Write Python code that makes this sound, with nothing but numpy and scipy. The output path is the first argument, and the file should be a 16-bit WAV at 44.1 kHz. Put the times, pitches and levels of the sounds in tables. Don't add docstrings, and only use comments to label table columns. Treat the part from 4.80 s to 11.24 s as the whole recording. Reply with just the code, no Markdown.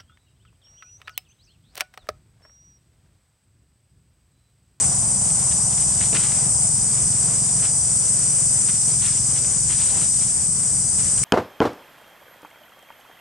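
import sys
import numpy as np
from scipy import signal
from scipy.fft import rfft, irfft
from scipy.io import wavfile
from scipy.ndimage import uniform_filter1d

SR = 44100
rng = np.random.default_rng(int(sys.argv[2]) if len(sys.argv) > 2 else 0)


def master_out(mix):
    frames = np.transpose(np.atleast_2d(mix))
    ceiling = np.clip(frames, -1, 1)
    pcm = np.round(ceiling * 32767).astype(np.int16)
    wavfile.write(sys.argv[1], SR, pcm)


N = 284004
TIME = np.arange(N) / SR
FREQ = np.maximum(np.arange(N // 2 + 1) * SR / N, 1)


def undb(db):
    return 10 ** (np.asarray(db) / 20)


def curves(table):
    s, *columns = np.transpose(table)
    return [np.interp(TIME, s, column) for column in columns]


def unit(x):
    return x / np.std(np.atleast_2d(x).mean(axis=0))


def pan(db):
    return undb(np.array([[db], [-db]]) / 2)


def colour(points):
    hz, db = np.transpose(points)
    return undb(np.interp(np.log(FREQ), np.log(hz), db))


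def resonance(hz, width):
    return (1 + 1j * (FREQ / hz - hz / FREQ) * hz / width) ** -2


def joint_resonance(table):
    return np.sqrt(sum(np.abs(undb(db) * resonance(hz, width)) ** 2 for hz, width, db in table))


def filtered(x, response):
    return irfft(rfft(x) * response, N)


def walk(rate):
    hold = int(SR / rate)
    steps = np.repeat(rng.standard_normal(N // hold + 1), hold)
    smooth = uniform_filter1d(uniform_filter1d(steps, hold), hold)
    return 1.3 * smooth[:N]


def wide_noise(side_db):
    mid, side = rng.standard_normal((2, N))
    return mid + undb(side_db) * side * np.array([[1], [-1]])


def pulses(rate, jitter_s, scatter_db):
    turns = np.cumsum(rate) / SR
    times = np.interp(np.arange(1, turns[-1]), turns, TIME)
    late, size = rng.standard_normal((len(times), 2)).T
    place = (times + jitter_s * late)[:, None] * SR
    taps = place.astype(int) + np.arange(-4, 6)
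    out = np.zeros(N)
    np.add.at(out, taps % N, undb(scatter_db * size)[:, None] * np.sinc(taps - place))
    return out


def trunks(x, t60):
    tail = rng.standard_normal((2, N)) * undb(-60 * TIME / t60)
    return unit(filtered(x, rfft(tail)))


def reflections(db, count):
    lag_s, size = rng.uniform(.006, .05, count), rng.standard_normal(count)
    response = np.zeros(N)
    response[0] = 1
    response[(lag_s * SR).astype(int)] = undb(db) * size / np.linalg.norm(size)
    return rfft(response)


def drifting(x, spread_hz):
    turns = np.cumsum(spread_hz * walk(5)) / SR
    return np.real(signal.hilbert(x) * np.exp(2j * np.pi * turns))


# f/Hz, relative level per Hz/dB
RUMBLE_TONE = [(20, -23), (32, -17), (45, -5), (54, -11), (70, 1), (110, -1.5), (140, 1.5), (175, .5),
               (205, -2), (260, -13), (400, -21.5), (800, -56)]
# t/s, level/dB
RUMBLE_LEVEL = [(0, -34.5), (2.3, -35.5), (3.5, -38), (5.3, -37.5), (6.44, -35)]


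def low_rumble():
    db, = curves(RUMBLE_LEVEL)
    return unit(filtered(wide_noise(side_db=-16.0), colour(RUMBLE_TONE))) * undb(db)


# f/Hz, relative level per Hz/dB
AIR_TONE = [(100, -3), (280, 2), (450, 1.5), (780, 0.5), (1100, -2.5), (1700, -4.5), (2800, -7.5),
            (4000, -11.5), (8000, -16.5)]
AIR_DB = -45


def air_rush():
    return unit(filtered(wide_noise(side_db=-5.5), colour(AIR_TONE))) * undb(AIR_DB + 2.6 * walk(14))


# t/s, level/dB
ROAD_LEVEL = [(0, -43), (1, -45), (2, -47), (2.3, -51.5), (2.9, -47.5), (3.5, -60), (4.2, -55), (4.75, -57),
              (4.95, -50), (5.6, -56.5), (6.44, -56)]


def far_road():
    db, = curves(ROAD_LEVEL)
    return unit(filtered(wide_noise(side_db=-12.5), resonance(772, 560))) * undb(db + 1.3 * walk(6.4))


def background():
    echoed = filtered(air_rush() + far_road(), reflections(db=-5.5, count=30))
    return (low_rumble() + echoed) * pan(2.4)


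# f/Hz, relative level per Hz/dB
BUFFET_TONE = [(15, -26), (28, -17), (45, -4), (70, -1.5), (110, -6), (200, -32)]
DRAUGHT_DB, BUMP_DB = -51, -35
BUMP_S, BUMP_RISE_S, BUMP_FALL_S = 4.88, 0.18, 0.088


def wind_and_bump():
    age = TIME - BUMP_S
    bump = undb(BUMP_DB) * np.exp(-np.maximum(-age / BUMP_RISE_S, age / BUMP_FALL_S))
    strength = np.hypot(undb(DRAUGHT_DB), bump) * undb(2 * walk(2.18))
    return unit(filtered(rng.standard_normal((2, N)), colour(BUFFET_TONE))) * strength


# t/s, level/dB
ENGINE_LEVEL = [(0, -32.5), (1, -36), (2.5, -33), (3.3, -37), (4.5, -34.5), (5.7, -43), (6.44, -34.5)]
# f/Hz, width/Hz, relative level/dB
EXHAUST = [(65.7, 9.7, -1), (126.8, 58, 9.5), (157, 29, -21)]
FIRINGS_HZ, FIRINGS_WAVER = 21.8, .005


def engine():
    db, = curves(ENGINE_LEVEL)
    pipe = sum(undb(d) * resonance(hz, width) for hz, width, d in EXHAUST)
    rate = FIRINGS_HZ * (1 + FIRINGS_WAVER * walk(1))
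    firings = pulses(rate, jitter_s=0.00022, scatter_db=0.9)
    return unit(filtered(firings, pipe)) * undb(db) * pan(1.31)


CROWD_RATES = [402.4, 394, 341.6, 312.7, 269, 414.4, 357.3, 232, 373.4, 292, 387, 409, 328, 249]
CROWD_WAVER = .016
# f/Hz, width/Hz, relative level/dB
SONGS = [(4926, 120, -11.5), (5090, 130, -12.5), (5750, 110, -8.5), (5916, 280, -8), (6133, 136, -7.5),
         (6260, 136, -8.5), (6830, 180, -10), (7032, 192, -1.5), (7170, 134, -2), (7350, 140, -2),
         (7750, 75, 0), (7875, 190, 0.5), (8090, 144, 3), (8204, 190, -1), (8480, 217, -1),
         (8850, 150, -2.5), (9217, 124, -1), (9540, 135, -4), (9720, 250, -12), (10360, 290, -17.5)]
# f/Hz, relative level per Hz/dB
SKIRT_TONE = [(3000, -35), (3900, -33.5), (4600, 0), (5500, 2), (6600, 3.5), (9000, 10), (10000, -9),
              (10800, -9), (11300, -54)]
# t/s, level/dB
CHORUS_LEVEL = [(0, -21), (.25, -24), (.6, -22), (3.2, -22.5), (4.4, -21.5), (5.4, -22.5), (5.75, -24.5),
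                (6.2, -22.5)]


def far_chorus():
    db, = curves(CHORUS_LEVEL)
    rates = [rate * (1 + CROWD_WAVER * walk(1.5) + .001 * walk(10)) for rate in CROWD_RATES]
    clicks = sum(pulses(rate, jitter_s=.00001, scatter_db=1.5) for rate in rates)
    crowd = trunks(clicks, t60=.2)
    crowd = unit(crowd + 0.25 * crowd[::-1])
    drive = crowd + undb(-2.0) * wide_noise(side_db=-4.5)
    songs = drifting(filtered(drive, joint_resonance(SONGS)), spread_hz=9)
    skirt = undb(-17.5) * filtered(wide_noise(side_db=-8.0), colour(SKIRT_TONE))
    echoed = filtered(songs + skirt, reflections(db=-11.0, count=45))
    return unit(echoed) * undb(db) * pan(2.25)


# f/Hz, level of the tone's peak/dB; both waver
WHINES = [(5017, -54), (5739, -50), (6148, -49), (7144, -43), (7757, -41), (8150, -39), (8818, -43),
          (9227, -45), (9507, -47)]
WHINE_WAVER_HZ = 8


def whines():
    out = np.zeros((2, N))
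    for hz, db in WHINES:
        pitch = hz + WHINE_WAVER_HZ * walk(9) + WHINE_WAVER_HZ * walk(120)
        turns = np.cumsum(pitch) / SR
        arrival = rng.standard_normal((2, 1))
        out += undb(db + 2 * walk(6)) * np.sin(2 * np.pi * turns + .5 * arrival)
    return out * pan(2.0)


# t/s, level/dB
RUSTLE_LEVEL = [(0, -50.5), (.1, -47.5), (.3, -52), (1, -48), (1.5, -43), (1.7, -54), (2.7, -50),
                (3.7, -57), (4.1, -47.5), (4.32, -42), (4.45, -52), (4.82, -56), (4.92, -42), (5.07, -41),
                (5.25, -44.5), (5.32, -50), (5.42, -42.5), (5.55, -56), (6.1, -58), (6.44, -56)]
# f/Hz, relative level per Hz/dB
FOLIAGE_TONE = [(200, -14), (500, -5), (1300, -1.5), (2800, 1.5), (4200, 2), (7000, -10), (11000, -13)]
TICKS_PER_S, TICK_SPREAD_DB = 130, 5
HISS_DB, TICK_DB = -1.0, -5


def foliage():
    db, = curves(RUSTLE_LEVEL)
    flurries = undb(db + 2.2 * walk(45))
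    chance, size = rng.random(N), np.minimum(rng.exponential(size=N), 3)
    ticks = (chance < TICKS_PER_S / SR) * undb(TICK_SPREAD_DB * size)
    leaf = colour(FOLIAGE_TONE)
    ticks = unit(filtered(ticks, leaf * reflections(db=-6.0, count=30)))
    hiss = unit(filtered(wide_noise(side_db=-11.0), leaf))
    return (undb(HISS_DB) * hiss + undb(TICK_DB) * ticks) * flurries * pan(0.5)


# t/s, level/dB (before CRUNCH_DB), time the foot presses/s, decay/s,
# thud of the ground against that level/dB, pitch of the crunch f/Hz
STEPS = [(0.706, -41.5, 0.018, 0.016, -17, 3300), (.974, -42.5, .02, 0.025, -17, 3300),
         (1.2, -39.5, 0.044, .02, -16, 3200), (1.326, -39.5, 0.014, .012, 7, 1400),
         (1.342, -30.5, 0.027, 0.0068, -7.5, 2050), (1.385, -45, 0.02, 0.025, -14, 2000),
         (1.434, -40.5, 0.026, 0.037, -7, 2000), (2.822, -40, 0.044, 0.013, -24, 2100),
         (3.876, -41, 0.021, 0.0073, -19, 2300), (3.937, -45.5, 0.02, 0.02, -17, 2300),
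         (4.205, -40, 0.08, 0.025, -24, 2600), (4.555, -43, 0.023, .015, -22, 2800),
         (4.89, -40, 0.033, 0.04, -7, 2300), (5.205, -43, 0.025, 0.018, -20, 3000),
         (6.183, -43, .017, 0.033, -2, 2400), (6.23, -47, 0.055, 0.05, -3, 3000),
         (6.373, -51, .014, 0.028, -20, 2780)]
# f/Hz, relative level per Hz/dB
LEAF_TONE = [(250, -18), (700, -0.5), (1400, 2.5), (2600, 4.5), (3500, 8), (5000, 4.5), (9000, -2.5),
             (12000, 8)]
CRUNCH_DB = 4.0
LANDING_SHARE = 0.19
LEAF_FALL_DB_PER_OCT = 3.5


def leaves():
    sizes_hz = np.geomspace(400, 9000, 9)
    pushes, shares, weight = [], [], np.zeros(N)
    for start, db, press, decay, thud_db, hz in STEPS:
        age = TIME - start
        landing = np.clip(age / (LANDING_SHARE * press), 0, 1)
        push = undb(db) * landing * np.exp(-np.maximum(age - press, 0) / decay)
        pushes.append(push)
        shares.append(undb(-LEAF_FALL_DB_PER_OCT * np.abs(np.log2(sizes_hz / hz))))
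        weight = np.hypot(weight, push * undb(thud_db))
    crushes = np.sqrt(np.square(shares).T @ np.square(pushes))
    leaf = colour(LEAF_TONE)
    cracks = []
    for hz in sizes_hz:
        flicker = undb(3.1 * walk(600) + 2.1 * walk(130))
        band = leaf * resonance(hz, 0.44 * hz)
        cracks.append(filtered(wide_noise(side_db=-9.0) * flicker, band) / np.sqrt(hz))
    loudness = np.std(sum(cracks).mean(axis=0))
    crunch = sum(c * crush for c, crush in zip(cracks, crushes)) / loudness * undb(CRUNCH_DB)
    thud = unit(filtered(wide_noise(side_db=-12.0), resonance(260, 430))) * weight
    return filtered(crunch + thud, reflections(db=-10.5, count=30)) * pan(0.31)


# t/s, level before rise and decay shape it/dB
SNAPS = [(.981, -36), (1.19, -33), (1.224, -34), (1.237, -32), (1.329, -26), (1.349, -19.5), (1.358, -23.5),
         (1.369, -19), (1.398, -29), (1.435, -29), (1.445, -26), (1.462, -29), (1.519, -25.5), (2.826, -30),
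         (2.841, -23), (2.853, -28), (3.886, -25), (3.899, -28), (4.254, -33), (4.282, -30), (4.645, -30),
         (4.905, -33), (5.06, -35), (5.217, -32), (5.412, -31), (6.199, -35), (6.254, -36), (6.38, -26.5),
         (6.433, -21.5)]
# f/Hz, width/Hz, relative level/dB
TWIG = [(1330, 420, 5), (2270, 870, 4.5), (2820, 610, 4), (6000, 9100, -1.5)]
SNAP_RISE_S, SNAP_S = .0013, 0.0034


def twigs():
    breaks = np.zeros(N)
    for start, db in SNAPS:
        age = TIME - start
        breaks += undb(db) * np.clip(age / SNAP_RISE_S, 0, 1) * np.exp(-np.abs(age) / SNAP_S)
    snaps = unit(filtered(wide_noise(side_db=-14.0), joint_resonance(TWIG))) * breaks
    return filtered(snaps, reflections(db=-6.5, count=30))


# t/s, drop in click rate f/Hz
FALTERS = [(0.819, 11), (1.17, 11), (2.2, 7), (3.86, 9), (4.08, 9), (4.861, 7), (6.25, 7)]
FALTER_S = .04
CLICKS_HZ, CLICKS_WAVER = 402.5, .008


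def click_rate():
    sag = sum(depth * np.exp(-((TIME - s) / FALTER_S) ** 2) for s, depth in FALTERS)
    return CLICKS_HZ * (1 + CLICKS_WAVER * walk(12)) - sag


# f/Hz, width/Hz, relative level/dB
TYMBAL = [(8370, 400, 0), (8220, 780, 0.5), (8810, 470, -2), (9330, 390, -8), (9340, 260, -7)]
# t/s, level of the direct sound/dB, left minus right/dB
CICADA_LEVEL = [(0, -22.5, 1.5), (1.5, -22.5, 2), (2.7, -22, 0.5), (3.7, -20.5, 2.5), (4.5, -24, 1.5),
                (4.65, -26, 3), (5, -22.5, 3.5), (5.8, -23, 4), (6.44, -23, 2)]


def near_cicada():
    clicks = pulses(click_rate(), jitter_s=.000025, scatter_db=1.5)
    body = joint_resonance(TYMBAL)
    buzz = unit(filtered(clicks, body * reflections(db=-20.0, count=30)))
    lag_s = .00003
    right = filtered(buzz, np.exp(-2j * np.pi * FREQ * lag_s))
    direct = np.array([buzz, right])
    scattered = undb(-14.0) * trunks(buzz, t60=0.14)
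    db, pan_db = curves(CICADA_LEVEL)
    sides_db = np.array([pan_db, -pan_db]) / 2
    return (direct + scattered) * undb(db + 0.25 * walk(24.74) + sides_db)


def scene():
    surroundings = background() + wind_and_bump() + engine() + far_chorus() + whines()
    monkeys = foliage() + leaves() + twigs()
    return surroundings + monkeys + near_cicada()


TOP_HZ = 10950


def record(dry):
    return signal.sosfilt(signal.ellip(12, .1, 80, TOP_HZ, fs=SR, output="sos"), dry)


dry = scene()
out = record(dry)
master_out(out)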